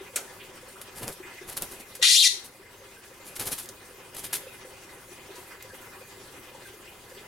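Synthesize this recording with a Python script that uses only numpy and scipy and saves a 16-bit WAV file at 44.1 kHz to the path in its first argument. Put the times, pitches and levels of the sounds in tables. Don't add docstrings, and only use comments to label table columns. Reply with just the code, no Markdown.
import sys
import numpy as np
from scipy import signal
from scipy.fft import rfft, irfft
from scipy.io import wavfile
from scipy.ndimage import uniform_filter1d

SR = 44100
rng = np.random.default_rng(int(sys.argv[2]) if len(sys.argv) > 2 else 0)


def put_to_file(sound):
    columns = np.atleast_2d(sound).T
    safe = np.clip(columns, -1, 1)
    whole_steps = np.round(safe * 32767)
    wavfile.write(sys.argv[1], SR, whole_steps.astype(np.int16))


N = 320607
TOP_HZ = 16300

# (frequency [Hz], width [Hz], boost or cut [dB])
BASIN_HOLLOWS = [(108, 19, 7.5), (393, 48, 8.5), (454, 37, -21.5), (517.6, 34, 8.5), (658, 380, -2.5),
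                 (788, 17, 9.5), (977, 26, 8), (1700, 22, 5.5), (2062, 33, 11), (2360, 250, -5.5),
                 (2454, 60, 10.5), (4560, 200, 2.5)]


def amp(db):
    return 10 ** (np.asarray(db) / 20)


def unit(x):
    return x / np.sqrt(np.mean(x ** 2) + 1e-20)


def read(points, hz):
    f, value = np.transpose(points)
    return np.interp(np.log(hz + 1), np.log(f + 1), value)


def peaks_db(resonances, hz):
    return sum(db / (1 + (2 * (hz - f) / width) ** 2) for f, width, db in resonances)


def colour(x, db_at):
    size = x.shape[-1]
    return irfft(rfft(x) * amp(db_at(np.fft.rfftfreq(size, 1 / SR) + 1)), size)


def band(x, hz, width):
    return unit(colour(x, lambda f: -10 * (np.log2(f / hz) / width) ** 2))


def wobble(size, hz):
    return unit(colour(rng.standard_normal(size), lambda f: -10 * np.log10(1 + (f / hz) ** 4)))


def stereo_noise(size, same):
    shared, apart = rng.standard_normal((2, size))
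    return np.sqrt((1 + same) / 2) * shared + np.sqrt((1 - same) / 2) * np.array([apart, -apart])


def swell(t, rise, fall):
    return np.exp(np.where(t < 0, -0.5 * (t / rise) ** 2, -t / fall))


def scatter(count):
    when, size, pitch = rng.random((count, 3)).T
    return np.transpose([(np.arange(count) + when) * N / SR / count, 2 * size - 1, pitch])


def add(mix, s, sound):
    start = round(s * SR)
    sound = sound[..., max(-start, 0):]
    part = mix[:, max(start, 0):][:, :sound.shape[-1]]
    part += sound[..., :part.shape[1]]


def aviary(x, tail_db, near):
    # (delay [ms], relative left gain, relative right gain)
    echoes = [(1.3, .08, .14), (2.48, .36, .32), (3.75, .04, .15), (7.4, .17, .14), (9.65, .12, .05)]
    # (frequency [Hz], time [s])
    fade_times = [(200, 0.094), (2000, 0.32), (4000, 0.34), (8000, 0.33), (15000, 0.35)]
    bounces = rng.choice([-1., 1.], (2, SR // 2)) * (rng.random((2, SR // 2)) < 0.12)
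    hz, t, spectrum = signal.stft(bounces, SR, nperseg=256)
    decay = 10 ** (-3 * t / read(fade_times, hz)[:, None])
    tail = signal.istft(spectrum * decay * (1 - np.exp(-t / 0.0026)), SR, nperseg=256)[1]
    tail = colour(tail, lambda f: -10 * np.log10(1 + (250 / f) ** 2))
    response = amp(tail_db) * tail / np.linalg.norm(tail[0])
    response[:, 0] += 1
    for ms, left, right in echoes:
        response[:, round(ms * SR / 1000)] += near * np.array([left, right])
    return signal.fftconvolve(x, response, axes=1)[:, :N]


def yard(level_db=-47.5, patchy_db=2.38, flicker_db=2.04):
    # (frequency [Hz], level [dB])
    tone = [(12, -42), (22, -10.5), (45, -7), (100, -10), (200, -8.5), (300, -8), (400, -5), (700, -9.5),
            (2000, -11.5), (2800, -13), (4200, -18.5), (10500, -19), (13000, -23.5), (16000, -26)]
    # (frequency [Hz], likeness [0 to 1])
    likeness = [(30, 1), (150, 0.89), (500, 0.84), (1200, 0.64), (3000, 0.47), (8000, 0.33), (16000, 0.79)]
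    frames, hz = N // 512 + 5, np.fft.rfftfreq(2048, 1 / SR)
    a, b, c, d, patches, flicker = rng.standard_normal((frames, len(hz), 6)).T
    left, apart = a + 1j * b, c + 1j * d
    same = read(likeness, hz)[:, None]
    spectrum = np.array([left, same * left + np.sqrt(1 - same ** 2) * apart])
    patches = unit(uniform_filter1d(uniform_filter1d(patches, size=36, axis=0), size=5, axis=1))
    flicker = unit(uniform_filter1d(uniform_filter1d(flicker, size=400, axis=0), size=2, axis=1))
    treble = (hz / (hz + 500))[:, None]
    steady_db = read(tone, hz) + peaks_db(BASIN_HOLLOWS, hz)
    spectrum *= amp(steady_db[:, None] + treble * (patchy_db * patches + flicker_db * flicker))
    wash = unit(signal.istft(spectrum, nperseg=2048, noverlap=1536)[1][:, :N])
    return amp(level_db) * wash * amp([[0.45], [-0.45]])


def splashes(gain_db=-1, spread_db=2):
    # (time [s], level [dB], centre [Hz], width [octaves])
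    main = [(.07, -48, 2400, 0.24), (.41, -42.5, 2600, 0.61), (.69, -49, 8860, 0.27),
            (.765, -45, 1250, 0.32), (1.236, -42.5, 2060, .39), (1.318, -48, 2030, 0.44),
            (1.384, -46, 2000, .36), (5.36, -47.5, 6900, .97), (5.515, -45.5, 1370, 0.71),
            (5.612, -46.5, 2180, .99), (5.709, -47.5, 1710, 0.16), (5.745, -49, 1880, .97),
            (5.75, -48.5, 10400, .65), (6.54, -47.5, 910, 0.29), (6.879, -49, 2660, .33),
            (7.178, -49, 3350, 0.27)]
    out, t = np.zeros((2, N)), np.arange(-1024, 11264) / SR
    plops = [(s, -48.5 + spread_db * size, 1500 * (3100 / 1500) ** pitch, 0.1)
             for s, size, pitch in scatter(count=8)]
    spray = [(s, -53 + spread_db * size, 7500 * (11500 / 7500) ** pitch, 0.8)
             for s, size, pitch in scatter(count=5)]
    shape = swell(t, rise=0.0058, fall=0.032)
    for s, db, hz, width in list(main) + plops + spray:
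        hiss = colour(stereo_noise(len(t), same=0.78), lambda f: peaks_db(BASIN_HOLLOWS, f))
        add(out, s + t[0], amp(db + gain_db) * band(hiss, hz, width) * shape)
    return out


def gurgles(gain_db=-1, delay_s=0.0019):
    # (time [s], level [dB], pitch [Hz])
    big = [(0.011, -35, 384), (1.203, -35, 365), (1.416, -35.5, 378), (1.999, -39, 520), (2.599, -41, 386),
           (4.471, -36.5, 518), (4.651, -39, 510), (5.306, -38, 378), (5.735, -41, 520), (6.741, -41, 426),
           (7.171, -38.5, 400)]
    out, t = np.zeros((2, N)), np.arange(-512, 3072) / SR
    medium = [(s, -42 + 0.3 * size, (369 if pitch < 0.5 else 518) * (1 - 0.036 * size))
              for s, size, pitch in scatter(count=28)]
    small = [(s, -48.5 + 3 * size, 330 + 220 * pitch) for s, size, pitch in scatter(count=120)]
    shape = swell(t, rise=0.0032, fall=0.0096)
    for s, db, hz in list(big) + medium + small:
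        ring = np.sin(2 * np.pi * (hz * t + rng.random()))
        add(out, s + delay_s + t[0], amp(db + gain_db) * shape * ring)
    return out


def ticks():
    # (time [s], level [dB], fade time [s], centre [Hz], half width [octaves])
    taps = [(1.0799, -19.5, 0.00069, 6000, 1.6), (1.5326, -31, .0008, 9000, 1),
            (1.622, -17, 0.0012, 11100, 0.84), (1.653, -39, .0008, 9000, 1.2),
            (3.275, -35, 0.001, 11000, 0.84), (3.574, -34, .0007, 11000, .8),
            (3.658, -36, .003, 7540, 0.93), (3.689, -33, 0.0062, 6240, 0.53),
            (5.625, -38, 0.0052, 10000, 0.65)]
    out, t = np.zeros((2, N)), np.arange(2048) / SR
    for s, db, decay, hz, half_width in taps:
        hiss = band(stereo_noise(len(t), same=0.94), hz, 2 * half_width)
        add(out, s, amp(db) * hiss * np.exp(-t / decay))
    return out


def clatter(start_s=0.1575, attack_s=0.0027, buzz_db=-23, ring_gain_db=1):
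    # (frequency [Hz], width [Hz], level [dB], fade time [s])
    mesh_rings = [(524, 270, -41.5, 0.05), (1420, 180, -39.5, 0.039), (2170, 630, -31, 0.015),
                  (4120, 2300, -30.5, 0.018), (6500, 1200, -32, 0.018), (7800, 400, -31, 0.0098),
                  (9300, 2400, -21.5, 0.0088)]
    out, t = np.zeros((2, N)), np.arange(8192) / SR
    buzz = amp(buzz_db) * band(stereo_noise(len(t), same=0.74), hz=9000, width=0.79) * np.exp(-t / 0.011)
    ring = 0
    for hz, width, db, decay in mesh_rings:
        hiss = band(stereo_noise(len(t), same=0.92), hz, 2 * width / hz)
        ring += amp(db + ring_gain_db) * hiss * np.exp(-t / decay)
    add(out, start_s, (buzz + ring) * (1 - np.exp(-(t / attack_s) ** 2)))
    return out


def rustle(t, rise, fall, db_per_octave, grain_db=3.3):
    # (frequency [Hz], level [dB])
    tone = [(300, -9), (1000, -1.5), (2000, -1.5), (4000, -1), (6000, -3.5), (8000, -1), (10500, 3.5),
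            (13000, -1), (16000, -17)]
    hiss = stereo_noise(len(t), same=0.88)
    hiss = colour(hiss, lambda f: read(tone, f) + db_per_octave * np.log2(f / 8000))
    grain = amp(grain_db * wobble(len(t), hz=850))
    return swell(t, rise, fall) * unit(hiss * grain) * amp([[0.6], [-0.6]])


def wings(gain_db=-1, rise_share=0.38):
    # (peak time [s], feather level [dB], length [s], air level [dB])
    beats = [(0.984, -40, 0.047, -46.5), (1.036, -36.5, 0.024, -37.5), (1.089, -37.5, 0.03, -37.5),
             (1.13, -42, .024, -55), (1.496, -37, 0.03, -45.5), (1.528, -40, 0.014, -52),
             (1.576, -26, .013, -45), (1.63, -33, 0.023, -39.5), (1.726, -42.5, .06, -51.5),
             (1.806, -41, 0.019, -50), (2.458, -38, 0.023, -50.5), (3.281, -41, 0.047, -48),
             (3.368, -32.5, 0.019, -61), (3.416, -29, 0.032, -36), (3.477, -26.5, 0.023, -37),
             (3.529, -27.5, 0.028, -40), (3.601, -34.5, 0.023, -52), (3.638, -41.5, 0.023, -60),
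             (4.19, -36, 0.032, -48.5), (4.248, -31, 0.019, -44), (4.358, -27.5, 0.02, -46.5)]
    # (frequency [Hz], level [dB])
    puff_tone = [(20, -1), (50, 0.5), (120, 0), (250, -0.5), (500, -0.5), (1000, -6), (2000, -13.5),
                 (6000, -27)]
    # (time [s], level [dB], fade time [s])
    slaps = [(0.817, -37, 0.0093), (1.955, -35.5, 0.0093), (3.399, -27, .006), (3.458, -31, .008),
             (3.521, -27, 0.012), (3.583, -31, 0.021), (4.15, -36, 0.0064), (4.169, -32.5, 0.0027),
             (4.267, -35, .008), (4.333, -22.5, .017)]
    out, t = np.zeros((2, N)), np.arange(-4096, 8192) / SR
    for s, feather_db, length, air_db in beats:
        feathers = rustle(t, rise_share * length, (1 - rise_share) * length, db_per_octave=1)
        air = unit(colour(stereo_noise(len(t), same=1), lambda f: read(puff_tone, f)))
        puff = air * np.exp(-0.5 * (t / (0.0091 + length / 3)) ** 2)
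        add(out, s + t[0], amp(feather_db) * feathers + amp(air_db) * puff)
    for s, db, decay in slaps:
        add(out, s + t[0], amp(db) * rustle(t, rise=0.0026, fall=decay, db_per_octave=1.15))
    return amp(gain_db) * out


def whistle(hz, rough, flutter):
    # (frequency [Hz], level [dB])
    throat = [(1800, -6.5), (2700, -0.5), (4000, 0.5), (5000, 2), (5900, 1.5), (7500, -5), (10000, 1),
              (12000, -10), (16000, -34)]
    bend = np.sqrt(rough) * (0.087 * flutter + 0.14 * wobble(len(hz), hz=720))
    phase = 2 * np.pi * np.cumsum(hz * (1 + bend)) / SR
    overtones = sum(np.sin(k * phase) * (2 / k) ** 0.94 * (k * hz < TOP_HZ) for k in range(2, 7))
    strength = amp(5 + 17 * rough - 27 * np.log2(hz / 1990))
    note = (np.sin(phase) + strength * overtones) / np.sqrt(0.5 + strength ** 2)
    return unit(colour(note, lambda f: read(throat, f)))


def rasp(t, hz, rough, tighten_s=0.038):
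    # (frequency [Hz], level [dB])
    tone = [(1000, -5), (2000, -1.5), (3000, 4.5), (4100, 10.5), (5000, 0), (6000, -5), (7300, -6.5),
            (8500, -3), (10200, -6), (11800, -11), (14000, -16), (16000, -40)]
    lowest_hz = 0.99 * hz * (1 - 0.66 * np.exp(-np.maximum(t, 0) / tighten_s))
    db_per_octave = -0.5 * rough + 7.5 * (1 - rough)
    f, frame_s, spectrum = signal.stft(stereo_noise(len(t), same=0.48), SR, nperseg=256)
    f, frame_s = f[:, None] + 1, frame_s + t[0]
    spectrum *= amp(read(tone, f) + np.interp(frame_s, t, db_per_octave) * np.log2(f / 5000))
    spectrum /= np.sqrt(1 + (np.interp(frame_s, t, lowest_hz) / f) ** 14)
    return unit(signal.istft(spectrum, SR, nperseg=256)[1][:, :len(t)])


def screech(start_s=2.0245, hold_s=0.25, attack_s=0.0045, release_s=0.0086, flutter_hz=390):
    # (time [s], pitch [Hz])
    melody = [(2.025, 1947), (2.09, 2010), (2.125, 2090), (2.155, 2500), (2.18, 3624), (2.205, 3830),
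              (2.222, 3680), (2.234, 2763), (2.26, 2001), (2.283, 1925)]
    out, t = np.zeros((2, N)), np.arange(-0.009, hold_s + 10 * release_s, 1 / SR)
    hz = np.interp(start_s + t, *np.transpose(melody))
    attack = np.clip(t / attack_s, amp(-29), 1)
    sag = amp(-6.5 - 14 * t)
    release = np.exp(-np.maximum(t - hold_s, 0) / release_s)
    rough = np.interp(t, [0, hold_s], [0.9, 0.32])
    flutter_rate = flutter_hz * (1 + 0.26 * wobble(len(t), hz=208.6))
    flutter = np.sin(2 * np.pi * np.cumsum(flutter_rate) / SR)
    voice = np.sqrt(1 - rough ** 2) * whistle(hz, rough, flutter) + rough * rasp(t, hz, rough)
    add(out, start_s + t[0], attack * sag * release * voice * (1 + 0.42 * flutter))
    return out


def calling_jay():
    # (frequency [Hz], width [Hz], boost or cut [dB])
    corner = [(1630, 300, -3), (1950, 140, 11), (3530, 120, 3), (3700, 84, 5.5), (3770, 260, -2.5),
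              (4130, 290, 3), (5030, 290, -2), (5730, 99, 9.5), (6100, 110, 3), (6600, 290, 5.5),
              (7270, 370, 8), (9700, 500, 2.5)]
    # (frequency [Hz], left minus right [dB])
    side = [(700, 3), (1300, 1), (2500, 6), (4200, 5), (6000, 3), (8000, 4.5), (12000, 0)]
    left, right = aviary(colour(screech(), lambda f: peaks_db(corner, f)), tail_db=-7.5, near=0.71)
    return np.array([colour(left, lambda f: read(side, f) / 2),
                     colour(right, lambda f: -read(side, f) / 2)])


def scene():
    jay = amp(-2.5) * calling_jay()
    birds = aviary(wings() + ticks() + clatter(), tail_db=-11, near=0.13)
    water = aviary(gurgles() + splashes(), tail_db=-9, near=0.092)
    mix = jay + birds + water + yard()
    middle = mix.mean(0)
    return middle + colour(mix - middle, lambda f: -10 * np.log10(1 + (130 / f) ** 2))


def volume_control(x, threshold_db, squeeze, fall_db_per_s):
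    power_db = 10 * np.log10(abs(uniform_filter1d((x ** 2).mean(0), size=200)) + 1e-12)
    fall = np.arange(N) / SR * fall_db_per_s
    held_db = np.maximum.accumulate(power_db + fall) - fall
    over_db = np.maximum(held_db - threshold_db, 0)
    return x / amp(squeeze * uniform_filter1d(over_db, size=80))


def record(dry, ceiling=0.96):
    sound = volume_control(dry, threshold_db=-23, squeeze=0.22, fall_db_per_s=8.5)
    sound = volume_control(sound, threshold_db=-15.5, squeeze=1, fall_db_per_s=122)
    sound = sound / (1 + (sound / ceiling) ** 8) ** (1 / 8)
    treble_cut = signal.firwin(511, TOP_HZ, window=("kaiser", 9), fs=SR)
    return signal.oaconvolve(sound, treble_cut[None], "same")


dry = scene()
out = record(dry)
put_to_file(out)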